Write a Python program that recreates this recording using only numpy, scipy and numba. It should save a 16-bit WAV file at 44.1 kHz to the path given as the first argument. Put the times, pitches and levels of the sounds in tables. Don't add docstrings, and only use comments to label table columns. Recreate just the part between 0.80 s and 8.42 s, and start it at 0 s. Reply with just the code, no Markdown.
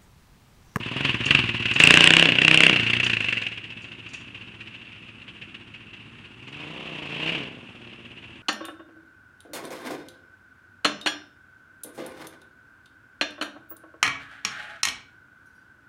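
import sys
import numpy as np
from scipy import signal
from scipy.fft import rfft, irfft
from scipy.io import wavfile
from scipy.ndimage import uniform_filter1d
from numba import njit

SR = 44100
rng = np.random.default_rng(int(sys.argv[2]) if len(sys.argv) > 2 else 0)


def inscribe(sig):
    pcm = np.round(np.clip(np.atleast_2d(sig).T, -1, 1) * 32767)
    wavfile.write(sys.argv[1], SR, pcm.astype(np.int16))


def attenuation_scalar(level_db):
    decades = np.asarray(level_db, float) / 20
    return 10 ** decades


N = 336042

# start_s, firing_rate_hz
FIRING_RATE = [(0.0, 15.88), (0.247, 24.45), (0.431, 12.37), (0.442, 22.81), (0.923, 17.66), (0.938, 23.11),
               (1.419, 35.8), (1.518, 29.36), (1.834, 33.6), (2.035, 29.05), (2.178, 31.6), (2.836, 14.3),
               (5.559, 16.07), (5.944, 32.85), (6.324, 27.27), (6.59, 36.3), (6.735, 16.53), (7.62, 16.07)]
# start_s, rise_s, hold_s, fall_s, load_0_to_1
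TWISTS = [
    (0.096, .13, 0.054, 0.16, 0.51),
    (0.462, .025, 0.077, 0.077, 0.67),
    (0.949, 0.072, .43, 0.079, 1),
    (1.534, 0.095, 0.25, 0.076, 0.87),
    (2.028, 0.13, 0.35, 0.18, 0.08),
    (5.53, .27, 0.44, 0.23, 0.78),
    (6.276, .2, .08, 0.19, 0.94),
    (6.65, 0.061, 0.27, 0.6, .15),
    (3.2, .2, .2, 0.35, 0),
]
# start_s, level_above_usual_db
BANGS = [(0.5063, 7), (0.5483, 6.5), (0.5897, 2.5), (0.6896, 2.5), (0.8007, -10), (0.855, 4),
         (0.9598, -1.5), (1.0007, 1), (1.1723, -1.5), (1.521, 5.5), (1.6479, -3.5), (1.9601, 5),
         (2.0986, 3), (2.1987, 3), (2.6649, 1.5), (2.9682, -1), (3.334, 8.5), (3.544, 6), (3.8038, 8.5),
         (3.9406, 7), (4.1571, 1.0), (4.477, 9.5), (4.6141, 11.5), (4.7441, 11.5), (4.9363, 10),
         (5.1307, 10), (5.4474, 8), (5.801, 3.5), (7.25, 6.5), (7.4354, 6.5)]
# start_s, round_trips_hz, load_0_to_1
PIPE_NOTE = [(0, 118, 0.22), (.22, 142, 0.46), (.33, 109, 0.03), (.52, 144, 0.24), (.64, 118, 0),
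             (.93, 115.4, 0.05), (1.0, 144, .55), (1.44, 158.4, .95), (1.53, 133, 0.5), (1.9, 163, .92),
             (2.0, 123, 0.05), (2.7, 104, 0.12), (5.55, 112, 0), (6.0, 182, 1), (6.3, 152, 0.75),
             (6.55, 160.5, 0.9), (6.68, 129, 0.64), (7.62, 110, 0.4)]
# frequency_hz, density_db_per_hz
SHUT_SPECTRUM = [(15, -96), (40, -13), (100, 0.5), (250, -4.5), (380, -8), (480, -25), (800, -60),
                 (1500, -18), (3000, -68)]
# frequency_hz, density_db_per_hz
OPEN_SPECTRUM = [(15, -50), (40, -5), (100, -15), (170, -3), (310, -3), (500, -8), (750, -11),
                 (1000, -46.5), (1500, -45), (3000, -88)]
# frequency_hz, density_db_per_hz
GAS_SPECTRUM = [(260, -37), (450, -19), (812, -24), (951, -24), (1290, -20), (1640, -12), (2130, -10),
                (2680, -0.5), (3620, -16), (5740, -34), (10400, -47), (12300, -64), (14000, -76)]
# start_s, distance_and_wall_gain_db, tail_pipe_facing_0_to_1
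PATH = [(0, -0.5, 0.02), (.35, -1, 0.41), (.6, 1, 0.37), (.9, -0.5, 0.64), (1.1, 1.5, 1), (1.45, -2, 0.81),
        (1.7, -1.5, 0.83), (1.95, 0.5, 0.82), (2.3, -1, 0.83), (2.57, -8, 1.23), (2.8, -16, 0.9),
        (3.1, -16.5, 0.52), (4.5, -22, 0.52), (5.6, -19.5, 0.21), (6.2, -16, 0.1), (6.5, -11, 0.34),
        (6.75, -18, 0.04), (7.62, -20, 0.43)]
# onset_s, peak_db, shake_length_s
RATTLES = [(0.453, -27.5, 0.015), (0.935, -28, 0.014), (0.992, -24, 0.019), (2.239, -31, 0.016),
           (2.27, -38, 0.016), (3.016, -48.5, 0.028), (3.284, -45.5, 0.02), (3.331, -38, 0.02),
           (3.357, -60, 0.03), (5.62, -58, 0.019), (5.675, -52, 0.019)]
# frequency_hz, width_hz, level_db
METAL_MODES = [(4750, 220, 4.5), (5650, 130, 4), (6400, 360, 2), (7000, 410, 0.5), (8650, 610, -6)]
# frequency_hz, density_db_per_hz
YARD_SPECTRUM = [(15, -62), (45, -7.5), (100, 0.5), (175, -2.5), (230, 0), (370, -7), (450, -15.5),
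                 (750, -19), (1480, -12.5), (2050, -16.5), (2690, -15.5), (4370, -35.5), (9840, -38),
                 (16000, -75)]


def engine(twist, facing, loss_db):
    hz, turns = crank()
    trips_hz, load = curves(PIPE_NOTE)
    load = np.clip(load, 0, 1)
    trips_hz = trips_hz * (1 + .035 * walk(25))
    crack_ms = 10.14 * np.exp(-np.clip(facing, 0, 1) * (0.44 + 1.66 * twist) - .035 * loss_db)
    phase = turns + hz * (.0001 + 0.000214 * crack_ms)
    cycle = np.floor(phase).astype(int) + 1
    scatter_db = 2.5 - 1.7 * load
    chance = rng.standard_normal((cycle[-1] + 1, 3))
    thump = exhaust_thump(cycle, scatter_db * chance[cycle, 0], trips_hz, load)

    length_ms = crack_ms * np.exp(.18 * chance[cycle, 1])
    puff = gas_puff(1000 * (phase % 1) / hz, length_ms)
    crack = gas_crack(puff, cycle, scatter_db * chance[cycle, 2])
    valves = valve_stir(phase)
    hiss_db = 4 - 2 * twist - 11.5 * facing - .15 * loss_db
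    hiss = colour(attenuation_scalar(hiss_db) * valves * rng.standard_normal(N), GAS_SPECTRUM)
    gas = (crack + hiss) / np.sqrt(1 + attenuation_scalar(2 * hiss_db))
    gas = gas / np.sqrt(np.mean(colour(rng.standard_normal(N), GAS_SPECTRUM) ** 2))
    top = valve_clack(gas, phase)
    gas = whistle_and_ring(gas, load, facing)
    top_db = 10 * np.log10(np.mean(top ** 2) / np.mean(gas ** 2))
    box = air_box(puff, valves)

    burble = 1 / (.07 * SR)
    boom = np.maximum(twist, signal.lfilter([burble], [1, burble - 1], twist))
    thump_db = -36 + 11 * boom + 0.4 * facing
    gas_db = -36 + 13 * twist + 13.5 * facing
    treble_db = -32.5 + 3.5 * twist + 17 * np.clip(facing, 0, 1) + .15 * loss_db
    intake_db = -7 + 1.5 * twist - 18 * facing
    noise = gas * attenuation_scalar(-0.5) + top * attenuation_scalar(treble_db - top_db) + box * attenuation_scalar(intake_db)
    return thump * attenuation_scalar(thump_db), noise * attenuation_scalar(gas_db)


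def crank():
    hz, = curves(FIRING_RATE)
    t = np.arange(N) / SR
    turns = np.cumsum(hz) / SR
    bang_s = np.transpose(BANGS)[0]
    at = np.interp(bang_s, t, turns)
    first_phase = -.0605
    shift = np.interp(t, np.r_[0, bang_s], np.r_[first_phase, np.round(at) - at])
    return hz, turns + shift


def throttle():
    t, total = np.arange(N) / SR, 0
    for start_s, rise_s, hold_s, fall_s, load in TWISTS:
        corners_s = start_s + np.cumsum([0, rise_s, hold_s, fall_s])
        total = total + load * np.interp(t, corners_s, [0, 1, 1, 0])
    return np.clip(total, 0, 1)


def exhaust_thump(cycle, scatter_db, trips_hz, load):
    fired = np.diff(cycle, prepend=cycle[0]) * attenuation_scalar(.5 * scatter_db)
    fired = np.roll(fired, 40)
    ringing = pipe(fired, SR / trips_hz, 0.385, 0.46)
    shut = steady(colour(ringing, SHUT_SPECTRUM))
    wide_open = steady(colour(ringing, OPEN_SPECTRUM))
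    return steady((1 - load) * shut + load * wide_open)


def gas_puff(since_ms, length_ms):
    rise = 1 - np.exp(-(since_ms / (0.45 * length_ms)) ** 2)
    return steady(rise * np.exp(-since_ms / length_ms))


def gas_crack(puff, cycle, strength_db):
    for start_s, extra_db in BANGS:
        strength_db[cycle == cycle[int((start_s + .012) * SR)]] = extra_db
    noise = colour(puff * rng.standard_normal(N), GAS_SPECTRUM)
    return even(noise, cycle, 0.41) * attenuation_scalar(strength_db)


def valve_stir(phase):
    return attenuation_scalar(1.0 * np.cos(4 * np.pi * (phase - .08)) + 4.1 * walk(130))


def valve_clack(gas, phase):
    top = signal.sosfilt(signal.butter(3, 4300, "high", fs=SR, output="sos"), gas)
    return top * (1 + 4 * np.exp(-((phase % 1 - .45) / 0.055) ** 2))


def whistle_and_ring(gas, load, facing):
    gas = gas + 0.39 * load * resonate(gas, 3400, 850)
    return gas + 0.49 * (1 - load) * (.3 + facing) * resonate(gas, 2750, 260)


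def air_box(puff, valves):
    return steady(resonate((puff + .5 * valves) * rng.standard_normal(N), 1050, 240))


@njit
def pipe(x, lag, back, damp):
    y, soft = np.zeros(len(x)), 0.
    for i in range(len(x)):
        at = max(i - lag[i], 0.)
        j = int(at)
        delayed = y[j] + (at - j) * (y[j + 1] - y[j])
        soft += (1 - damp) * (delayed - soft)
        y[i] = x[i] + back * soft
    return y


def rattles():
    t, shake = np.arange(N) / SR, 0
    for onset_s, peak_db, length_s in RATTLES:
        onset = np.clip((t - onset_s) / 0.0057, 0, 1)
        shake = shake + attenuation_scalar(peak_db) * onset * np.exp(-np.abs(t - onset_s) / length_s)
    knocks = shake * rng.standard_normal(N) * attenuation_scalar(2 * walk(300))
    knocks = signal.lfilter(*signal.butter(2, 7500, fs=SR), knocks)
    return attenuation_scalar(4.5) * sum(attenuation_scalar(db) * resonate(knocks, hz, width_hz) for hz, width_hz, db in METAL_MODES)


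def ground_bounce(x, loss_db):
    lag_ms = 0.28 + 0.37 * attenuation_scalar(loss_db)
    return pipe(x, lag_ms * (1 + 0.16 * walk(25)) * SR / 1000, 0.12, 0.24)


def wall_flutter(thump, load, loss_db):
    slap_ms = 17.5 - 5.5 * load
    flutter = pipe(thump, slap_ms * SR / 1000, 0.41, 0.31) - thump
    return flutter * attenuation_scalar(-0.26 * loss_db)


def shed_echo(x, load, loss_db):
    echo_db = -13.5 + 3 * load - 0.31 * loss_db
    t60_s = .55
    lags = rng.integers(500, 3500, 8)
    return walls(x * attenuation_scalar(echo_db), lags, attenuation_scalar(-60 * lags / SR / t60_s), .4)


@njit
def walls(x, lags, gain, damp):
    line, soft, out = np.zeros((8, 8192)), np.zeros(8), np.zeros(len(x))
    for i in range(len(x)):
        total = 0.
        for k in range(8):
            soft[k] += (1 - damp) * (gain[k] * line[k, (i - lags[k]) & 8191] - soft[k])
            total += soft[k]
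        out[i] = soft[0] - soft[3] + soft[5] - soft[6]
        for k in range(8):
            line[k, i & 8191] = x[i] + soft[k] - total / 4
    return out


def yard():
    hum = colour(rng.standard_normal(N), YARD_SPECTRUM) * attenuation_scalar(1.2 * walk(4))
    return hum * attenuation_scalar(-51) / np.sqrt(np.mean(hum ** 2))


def curves(table):
    s, *columns = np.transpose(table)
    return [np.interp(np.arange(N) / SR, s, c) for c in columns]


def steady(x, span_s=0.062):
    k = int(span_s * SR)
    power = uniform_filter1d(uniform_filter1d(x ** 2, k), k)
    return x / np.sqrt(power + 1e-18)


def even(x, cycle, share):
    energy = np.bincount(cycle, x ** 2) + 1e-18
    gain = (uniform_filter1d(energy, size=5) / energy) ** (share / 2)
    return x * gain[cycle]


def resonate(x, hz, width_hz):
    return signal.lfilter(*signal.iirpeak(hz, hz / width_hz, SR), x)


def colour(x, points, size=4096):
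    hz, db = np.transpose(points)
    bins_hz = np.arange(size // 2 + 1) * SR / size
    log_gain = np.interp(np.log(bins_hz + 1), np.log(hz), db) * np.log(10) / 20
    cepstrum = irfft(log_gain)
    cepstrum[1:size // 2] *= 2
    cepstrum[size // 2 + 1:] = 0
    return signal.fftconvolve(x, irfft(np.exp(rfft(cepstrum))))[:N]


def walk(rate_hz):
    k = int(SR / rate_hz)
    held = np.repeat(rng.standard_normal(N // k + 1), k)
    return uniform_filter1d(uniform_filter1d(held, k), k)[:N]


def scene():
    loss_db, facing = curves(PATH)
    load = throttle()
    thump, gas = engine(load, facing, loss_db)
    thump, gas = thump * attenuation_scalar(loss_db), gas * attenuation_scalar(loss_db)
    bright = ground_bounce(gas + rattles(), loss_db)
    flutter = wall_flutter(thump, load, loss_db)
    echo = shed_echo(thump + bright, load, loss_db)
    return (thump + flutter + bright + echo + yard())[None]


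def low_pass(x):
    return signal.sosfilt(signal.butter(12, 16410, fs=SR, output="sos"), x)


def record(dry):
    capsule = signal.sosfilt(signal.butter(2, 45, "high", fs=SR, output="sos"), dry)
    clipped = np.clip(capsule, -.87, .87)
    soft = signal.sosfilt(signal.butter(4, 10340, fs=SR, output="sos"), clipped)
    hiss = signal.sosfilt(signal.butter(6, 12200, fs=SR, output="sos"), rng.standard_normal(dry.shape))
    return low_pass(soft + attenuation_scalar(-79) * hiss)


dry = scene()
out = record(dry)
inscribe(out)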